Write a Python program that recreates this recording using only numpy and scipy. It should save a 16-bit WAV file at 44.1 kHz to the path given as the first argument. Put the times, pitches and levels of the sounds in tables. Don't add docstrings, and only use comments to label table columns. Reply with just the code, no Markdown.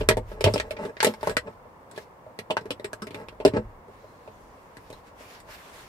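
import sys
import numpy as np
from scipy import signal
from scipy.fft import rfft, irfft
from scipy.io import wavfile

SR = 44100
rng = np.random.default_rng(int(sys.argv[2]) if len(sys.argv) > 2 else 0)


def elevation(decibels):
    levels = np.asarray(decibels, float)
    return 10 ** (levels / 20)


def store_pcm(level_fs):
    pcm = np.round(np.clip(level_fs, -1, 1) * 32767).astype(np.int16)
    wavfile.write(sys.argv[1], SR, np.atleast_2d(pcm).T)


N = 259295

# start in seconds, card level in dB, card pitch in Hz, knock level in dB,
# snap level in dB.
BLOWS = [(0.009, -26.5, 360, -39.5, -85.5), (0.088, -15.5, 433, -16.5, -21.5),
         (0.101, -18.5, 476, -45, -57.5), (0.111, -31, 443, -25, -46.5), (0.17, -22, 423, -40, -44.5),
         (0.316, -39, 450, -49, -71), (0.408, -26, 436, -36, -39.5), (0.441, -18, 550, -21.5, -29.5),
         (0.46, -16.5, 576, -32, -45), (0.474, -19.5, 390, -32, -51), (0.538, -23, 460, -33.5, -30),
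         (0.559, -21.5, 480, -35.5, -44.5), (0.579, -52, 455, -33.5, -45), (0.599, -29, 622, -27.5, -41),
         (0.708, -28.5, 565, -37, -44.5), (0.767, -41.5, 450, -44.5, -73), (0.852, -29.5, 418, -45, -56),
         (0.968, -46, 622, -45, -75.5), (1.004, -36, 1030, -23.5, -43.5), (1.028, -21.5, 880, -26, -28),
         (1.046, -18.5, 523, -21.5, -23), (1.068, -17, 443, -31.5, -34.5), (1.138, -42, 870, -46, -51.5),
         (1.21, -47, 460, -51, -59), (1.23, -27, 900, -41, -49.5), (1.272, -20, 686, -32.5, -41),
         (1.295, -29, 420, -34.5, -40), (1.312, -32.5, 650, -47, -55), (1.368, -25.5, 430, -20.5, -32),
         (1.472, -36, 607, -56, -87), (1.654, -46, 613, -74.5, -86), (1.913, -61, 1013, -54.5, -52),
         (1.934, -49, 394, -76, -80), (1.962, -50, 999, -53, -61), (1.977, -34, 570, -41, -52),
         (2.265, -42.5, 614, -69.5, -84), (2.389, -36, 436, -38, -44.5), (2.501, -28.5, 590, -51, -57.5),
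         (2.507, -24, 644, -32.5, -45), (2.568, -24, 846, -26.5, -49), (2.61, -42, 310, -56, -59.5),
         (2.656, -35.5, 386, -53, -61.5), (2.706, -29, 470, -31.5, -39.5), (2.797, -37.5, 485, -48.5, -63),
         (2.844, -31, 412, -36.5, -41.5), (2.931, -36.5, 447, -37.5, -43.5),
         (3.02, -32.5, 446, -37.5, -44.5), (3.069, -38.5, 390, -43.5, -54), (3.107, -41, 372, -49, -60),
         (3.145, -37.5, 380, -39.5, -53.5), (3.285, -43.5, 417, -44.5, -57), (3.325, -48.5, 440, -63, -86),
         (3.401, -31.5, 592, -46.5, -62.5), (3.45, -8.5, 448, -26.5, -32), (3.478, -38, 436, -37.5, -47.5),
         (3.536, -22.5, 250, -46, -64), (3.567, -20.5, 379, -41.5, -63), (3.882, -46.5, 456, -68, -74),
         (4.043, -44.5, 640, -64, -77), (4.276, -40, 610, -58, -71), (4.769, -47.5, 290, -47.5, -56),
         (4.902, -41, 540, -54.5, -56), (4.928, -43, 493, -53.5, -51), (5.207, -47, 410, -62, -65),
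         (5.402, -64, 374, -56, -55), (5.489, -47.5, 840, -60, -90)]
# frequency in Hz, level in dB, t60 in seconds.
MODES = [(105.4, 2.5, 0.43), (116, 3.5, 0.18), (179.3, 2.5, 0.048), (215.3, -3, 0.15), (250, -10.5, 0.11),
         (288.7, -4, 0.072), (317.5, -7.5, 0.029), (366, -13.5, 0.16), (409, -6, .08), (437.4, 1, 0.068),
         (491.4, -8, 0.11), (519.3, -10.5, 0.089), (578.6, 3.5, 0.037), (622, 1, 0.052), (735, -8.5, 0.028),
         (780, -5.5, 0.037), (873, -0.5, 0.038), (956, -15, 0.068), (960, -5, .03), (1296, -3, 0.023),
         (1602, -1, 0.018), (1984, 0.5, 0.018), (2685, -1.5, 0.01), (4030, -10.5, 0.013),
         (5140, -3.5, 0.0058), (7810, -1, 0.0088)]
PART_BORDERS_HZ = [150, 1030, 3700, 20000]


def rms_one(x):
    return x / np.sqrt(np.mean(x ** 2) + 1e-20)


def at_hz(points, hz):
    point_hz, value = np.transpose(points)
    return np.interp(np.log(hz), np.log(point_hz + 1e-9), value)


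def drift(rate_hz):
    pole = np.exp(-80 * np.pi * rate_hz / SR)
    white = rng.standard_normal(N // 40 + 2002)
    slow = signal.lfilter([1], [1, -2 * pole, pole * pole], white)[2000:]
    return np.interp(np.arange(N) / 40, np.arange(len(slow)), rms_one(slow))


def banded_noise(spectrum, patchy_db, alike_more):
    # frequency in Hz, left-right likeness from -1 to 1 (before alike_more).
    likeness = [(60, 0.93), (180, 0.83), (550, 0.73), (1650, -0.23), (4970, -0.047), (15000, -0.32)]
    edges_hz = 22 * 2 ** np.arange(0, 9.7, 1 / 3)
    white = rng.standard_normal((2, 2, N))
    out = 0
    for k, (low, high) in enumerate(zip(edges_hz, edges_hz[1:])):
        hz = np.sqrt(low * high)
        if 2 * hz < spectrum[0][0]:
            continue
        sos = signal.butter(2, [low, high], "band", fs=SR, output="sos")
        mid, side = signal.sosfilt(sos, white[k % 2])
        alike = np.clip(at_hz(likeness, hz) + alike_more, -1, 1)
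        gain = elevation(at_hz(spectrum, hz) + patchy_db * drift(7.5))
        out = out + gain * (np.sqrt(1 + alike) * mid + np.sqrt(1 - alike) * side * [[1], [-1]])
    return rms_one(out)


def strokes(rows, rise_db_per_s, fall_db_per_s):
    t = np.arange(0, N, 32) / SR
    full_s, held_s, db = np.transpose(rows)[:, :, None]
    rise_db = rise_db_per_s * np.maximum(full_s - t, 0)
    fall_db = fall_db_per_s * np.maximum(t - full_s - np.abs(held_s), 0)
    gain = elevation(db - rise_db - fall_db).sum(axis=0)
    return np.interp(np.arange(N) / SR, t, gain)


def rub():
    # full from in seconds, held for in seconds, level in dB.
    rub_strokes = [(0.0, 0.0062, -43), (0.29, 0.049, -54), (0.49, .04, -46.5), (0.63, 0.1, -62.5),
                   (0.82, .05, -51.5), (1.035, .05, -41), (1.1, 0.036, -56), (1.25, 0.055, -43),
                   (1.5, 0.042, -64.5), (1.918, 0.00594, -71), (1.965, .065, -53), (3.14, 0.078, -57),
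                   (3.92, 0.93, -62.5), (4.87, 0.12, -60), (5.07, 0.016, -56.5), (5.2, 0.028, -50),
                   (5.25, .05, -55.5), (5.31, .04, -50), (5.37, 0.027, -55.5), (5.51, 0.041, -45),
                   (5.59, 0.11, -51), (5.74, .07, -48), (5.83, .05, -53)]
    # frequency in Hz, relative density in dB per Hz.
    colour = [(760, -10.5), (1300, -5.5), (1940, -5), (3310, -11), (4080, -12.5), (12200, -21),
              (15000, -10.5), (16000, -30)]
    friction = banded_noise(colour, patchy_db=2.0, alike_more=0.18)
    return strokes(rub_strokes, rise_db_per_s=347.5, fall_db_per_s=389) * friction


def road():
    # frequency in Hz, relative density in dB per Hz.
    colour = [(18, -39.5), (30, -12), (84, -2), (239, -5), (295, -3), (336, -8.5), (473, -1), (760, -5),
              (962, -0.5), (1350, -13), (1720, -12.5), (3220, -31), (6210, -34), (14400, -36.5),
              (16000, -33.5)]
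    level_db = -49
    return elevation(level_db) * banded_noise(colour, patchy_db=0.18, alike_more=0)


def sway():
    # full from in seconds, held for in seconds, level in dB.
    leans = [(0.0, 0.1, -30), (0.42, 0.22, -44), (1.27, 0.062, -46), (2.62, 0.33, -60), (3.26, 0.033, -59),
             (3.55, 0.055, -39.5), (4.4, .05, -57.5), (4.9, .03, -52), (5.42, 0.12, -60.5),
             (5.82, .03, -59)]
    rest_db = -75.5
    gain = elevation(rest_db) + strokes(leans, rise_db_per_s=117.5, fall_db_per_s=68)
    sos = signal.butter(2, [22, 65], "band", fs=SR, output="sos")
    rumble = signal.sosfilt(sos, rng.standard_normal(N + SR))[SR:]
    return gain * rms_one(rumble)


def ringing(size):
    hz, db, t60_s = np.transpose(MODES)[:, :, None]
    t = np.arange(size) / SR
    return elevation(db - 60 * t / t60_s) * np.sin(2 * np.pi * hz * t)


def creak(typical_slips_per_s=580.0, off_middle_db_per_octave=-4.0):
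    # full from in seconds, held for in seconds, level in dB.
    loads = [(0.005, 0.027, -31.5), (0.315, 0.088, -45.5), (0.635, 0.11, -44), (0.792, 0.042, -32),
             (0.872, 0.028, -36), (1.09, 0.014, -36), (1.165, 0.035, -51), (1.282, 0.019, -35),
             (1.465, 0.017, -41), (2.58, 0.0083, -42), (2.66, 0.0057, -42.5), (3.04, 0.015, -57),
             (3.15, 0.085, -39), (3.472, 0.013, -38), (3.56, 0.017, -24), (3.62, 0.034, -60)]
    chance = rng.random(N)
    slips_per_s = typical_slips_per_s * elevation(4 * drift(25))
    slips = (chance < slips_per_s / SR) * rng.standard_normal(N)
    hz = np.array(MODES)[:, 0]
    reach = elevation(off_middle_db_per_octave * np.abs(np.log2(hz / 500)))
    reach *= (-1) ** np.arange(len(hz)) * (hz > PART_BORDERS_HZ[0])
    hollow = signal.fftconvolve(slips, reach @ ringing(size=8192))[:N]
    return strokes(loads, rise_db_per_s=591, fall_db_per_s=592) * rms_one(hollow)


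def crack(low_hz, high_hz, db, t60_s, chatter_ms, size):
    tick_db, tick_ms, side_db = 4.5, 0.87, -1
    t60_per_chatter = 1.1
    t = np.arange(size) / SR
    fade = elevation(db - 60 * t / (t60_s + t60_per_chatter * chatter_ms / 1000))
    fade *= 1 + elevation(tick_db) * np.exp(-1000 * t / tick_ms)
    mid, side = rng.standard_normal((2, size)) * fade
    stereo = mid + elevation(side_db) * side * [[1], [-1]]
    sos = signal.butter(3, [low_hz, high_hz], "band", fs=SR, output="sos")
    return signal.sosfilt(sos, stereo) * np.sqrt(SR / (high_hz - low_hz))


def off_tune(hz, centre_hz):
    return hz / centre_hz - centre_hz / hz


def blows(touch_db=-15.0, uneven_db=4.5, off_pitch_db_per_octave=-3.5, knock_sharpness=4.1,
          card_sharpness=1.23):
    # low edge in Hz, high edge in Hz, level in dB,
    # t60 in seconds without chatter.
    crack_bands = [(833.3, 4700, -4, 0.042), (3700, 12700, -14, 0.027)]
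    usual_knock_hz, knock_spread_octaves = 1900, 0.43
    usual_chatter_ms, chatter_spread_db = 4.37, 5
    soft_ms_per_db = 0.37
    size = 16384
    out = np.zeros((2, N + size))
    t = np.arange(size) / SR
    modes, hz = rfft(ringing(size=size // 2), size), np.array(MODES)[:, 0]
    in_part = np.digitize(hz, PART_BORDERS_HZ) == np.arange(1, 4)[:, None]
    bins_hz = np.maximum(np.fft.rfftfreq(size, 1 / SR), 1)
    for start_s, card_db, card_hz, knock_db, snap_db in BLOWS:
        knock_hz = usual_knock_hz * 2 ** (knock_spread_octaves * rng.standard_normal())
        chatter_ms = usual_chatter_ms * elevation(chatter_spread_db * rng.standard_normal())

        touches = rng.standard_normal(size) * (rng.random(size) < .15) * elevation(touch_db)
        touches *= np.exp(-1000 * t / max(chatter_ms, .2)) * (t < .1)
        touches[0] = 1
        contact = rfft(touches)

        strength = elevation(uneven_db * rng.standard_normal(len(hz)))
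        off_octaves = np.abs(np.log2(hz / card_hz)) * (hz < PART_BORDERS_HZ[1])
        strength *= elevation(off_pitch_db_per_octave * off_octaves)
        card, knock, snap = [contact * (strength[part] @ modes[part]) for part in in_part]
        knock_crack, snap_crack = [rfft(crack(*band, chatter_ms, size=size // 2), size)
                                   for band in crack_bands]
        snap = snap + snap_crack
        knock_ring = 1 + 2.7 / (1 + 1j * knock_sharpness * off_tune(bins_hz, knock_hz))
        knock = (knock + knock_crack) * knock_ring
        card = card / (1 + 1j * card_sharpness * off_tune(bins_hz, card_hz))

        soft_ms = max(soft_ms_per_db * (card_db - knock_db), .05)
        landing = 1.5 - np.exp(-1000 * t / soft_ms)
        at = round(start_s * SR)
        for part, db in ((card, card_db), (knock, knock_db), (snap, snap_db)):
            sound = landing * irfft(part, size)
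            onset_rms = np.sqrt(np.mean(sound[..., :900] ** 2))
            out[:, at:at + size] += elevation(db) * sound / onset_rms
    return signal.sosfilt(signal.butter(2, 170, "high", fs=SR, output="sos"), out[:, :N])


def thuds():
    # start in seconds, level in dB.
    heavy = [(0.009, -35.5), (0.084, -19), (0.169, -32.5), (0.404, -34), (0.439, -14), (0.46, -13),
             (0.473, -19), (1.229, -47), (1.29, -34.5), (3.449, -30), (3.482, -28.5), (3.536, -32.5),
             (3.569, -26)]
    light_db, light_follows = -36.5, 0.32
    right_lag_s = .0003
    light = [(start_s, light_db + light_follows * card_db) for start_s, card_db, *_ in BLOWS]
    pushes = np.zeros(N)
    for start_s, db in heavy + light:
        pushes[round(start_s * SR)] += elevation(db)
    door = ringing(size=16384)[np.array(MODES)[:, 0] < PART_BORDERS_HZ[0]].sum(axis=0)
    door = signal.sosfilt(signal.butter(2, [75, 150], "band", fs=SR, output="sos"), door)
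    thud = signal.fftconvolve(pushes, door / np.abs(door).max())[:N]
    return np.array([thud, np.roll(thud, round(right_lag_s * SR))]) * elevation([[-.4], [.4]])


def pings():
    # start in seconds, frequency of the lower tone in Hz, level of that tone in dB.
    clips = [(0.088, 7700, -24), (0.538, 5000, -37), (0.769, 2320, -47), (0.969, 2010, -42.5),
             (1.006, 1900, -29.5), (1.046, 2750, -24.5), (1.37, 1800, -27), (2.506, 2800, -22),
             (2.797, 3700, -45), (3.451, 4860, -19)]
    cycles_to_60_db_down = 78
    out, t = np.zeros(N + 4096), np.arange(4096) / SR
    for start_s, hz, db in clips:
        pair = np.sin(2 * np.pi * hz * t) + 0.72 * np.sin(2 * np.pi * 1.06 * hz * t)
        fade = elevation(db - 60 * t * hz / cycles_to_60_db_down)
        out[round(start_s * SR):][:4096] += fade * pair
    return out[:N]


def thin_hiss(half_width_hz=190.0):
    # time in seconds, frequency in Hz, level in dB.
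    glide = [(3.8, 3920, -89), (3.899, 3900, -81), (4.1, 4150, -72), (4.3, 4200, -83), (4.45, 4170, -88)]
    s, hz, db = np.transpose(glide)
    t = np.arange(N) / SR
    sos = signal.butter(2, half_width_hz, fs=SR, output="sos")
    band = signal.sosfilt(sos, rng.standard_normal((2, N)))
    carrier = np.sin(2 * np.pi * np.cumsum(np.interp(t, s, hz)) / SR)
    return elevation(np.interp(t, s, db, left=-200, right=-200)) * rms_one(band * carrier)


def cabin(x):
    t60_s, echo_db, echo_low_hz = 0.076, -3, 640
    left_db, right_lag_s = -0.5, 0.00019
    t = np.arange(round(.25 * SR)) / SR
    echoes = rng.standard_normal((2, len(t))) * elevation(-60 * t / t60_s) * np.clip(t / 0.0032, 0, 1)
    echoes = signal.sosfilt(signal.butter(2, echo_low_hz, "high", fs=SR, output="sos"), echoes)
    echoes *= elevation(echo_db) / np.sqrt(np.sum(echoes ** 2, axis=1, keepdims=True))
    late = np.concatenate([np.zeros(round(right_lag_s * SR)), x[1]])[:N]
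    direct = np.array([elevation(left_db) * x[0], late])
    left, right = direct + signal.fftconvolve(x, echoes, axes=1)[:, :N]
    shaded = signal.sosfilt(signal.butter(2, 12000, fs=SR, output="sos"), right)
    return np.array([left, shaded])


def scene():
    around = rub() + road()
    card = cabin(blows() + creak() + pings())
    return card + thuds() + sway() + thin_hiss() + around


def top_cut(x):
    return signal.sosfilt(signal.butter(12, 16500, fs=SR, output="sos"), x)


def record(dry):
    dry = signal.sosfilt(signal.butter(2, 25, "high", fs=SR, output="sos"), dry)
    dry = signal.sosfilt(signal.cheby2(10, 40, 16300, fs=SR, output="sos"), dry)
    mix = 1.37 * np.tanh(dry / 1.643)
    return top_cut(mix)


dry = scene()
out = record(dry)
store_pcm(out)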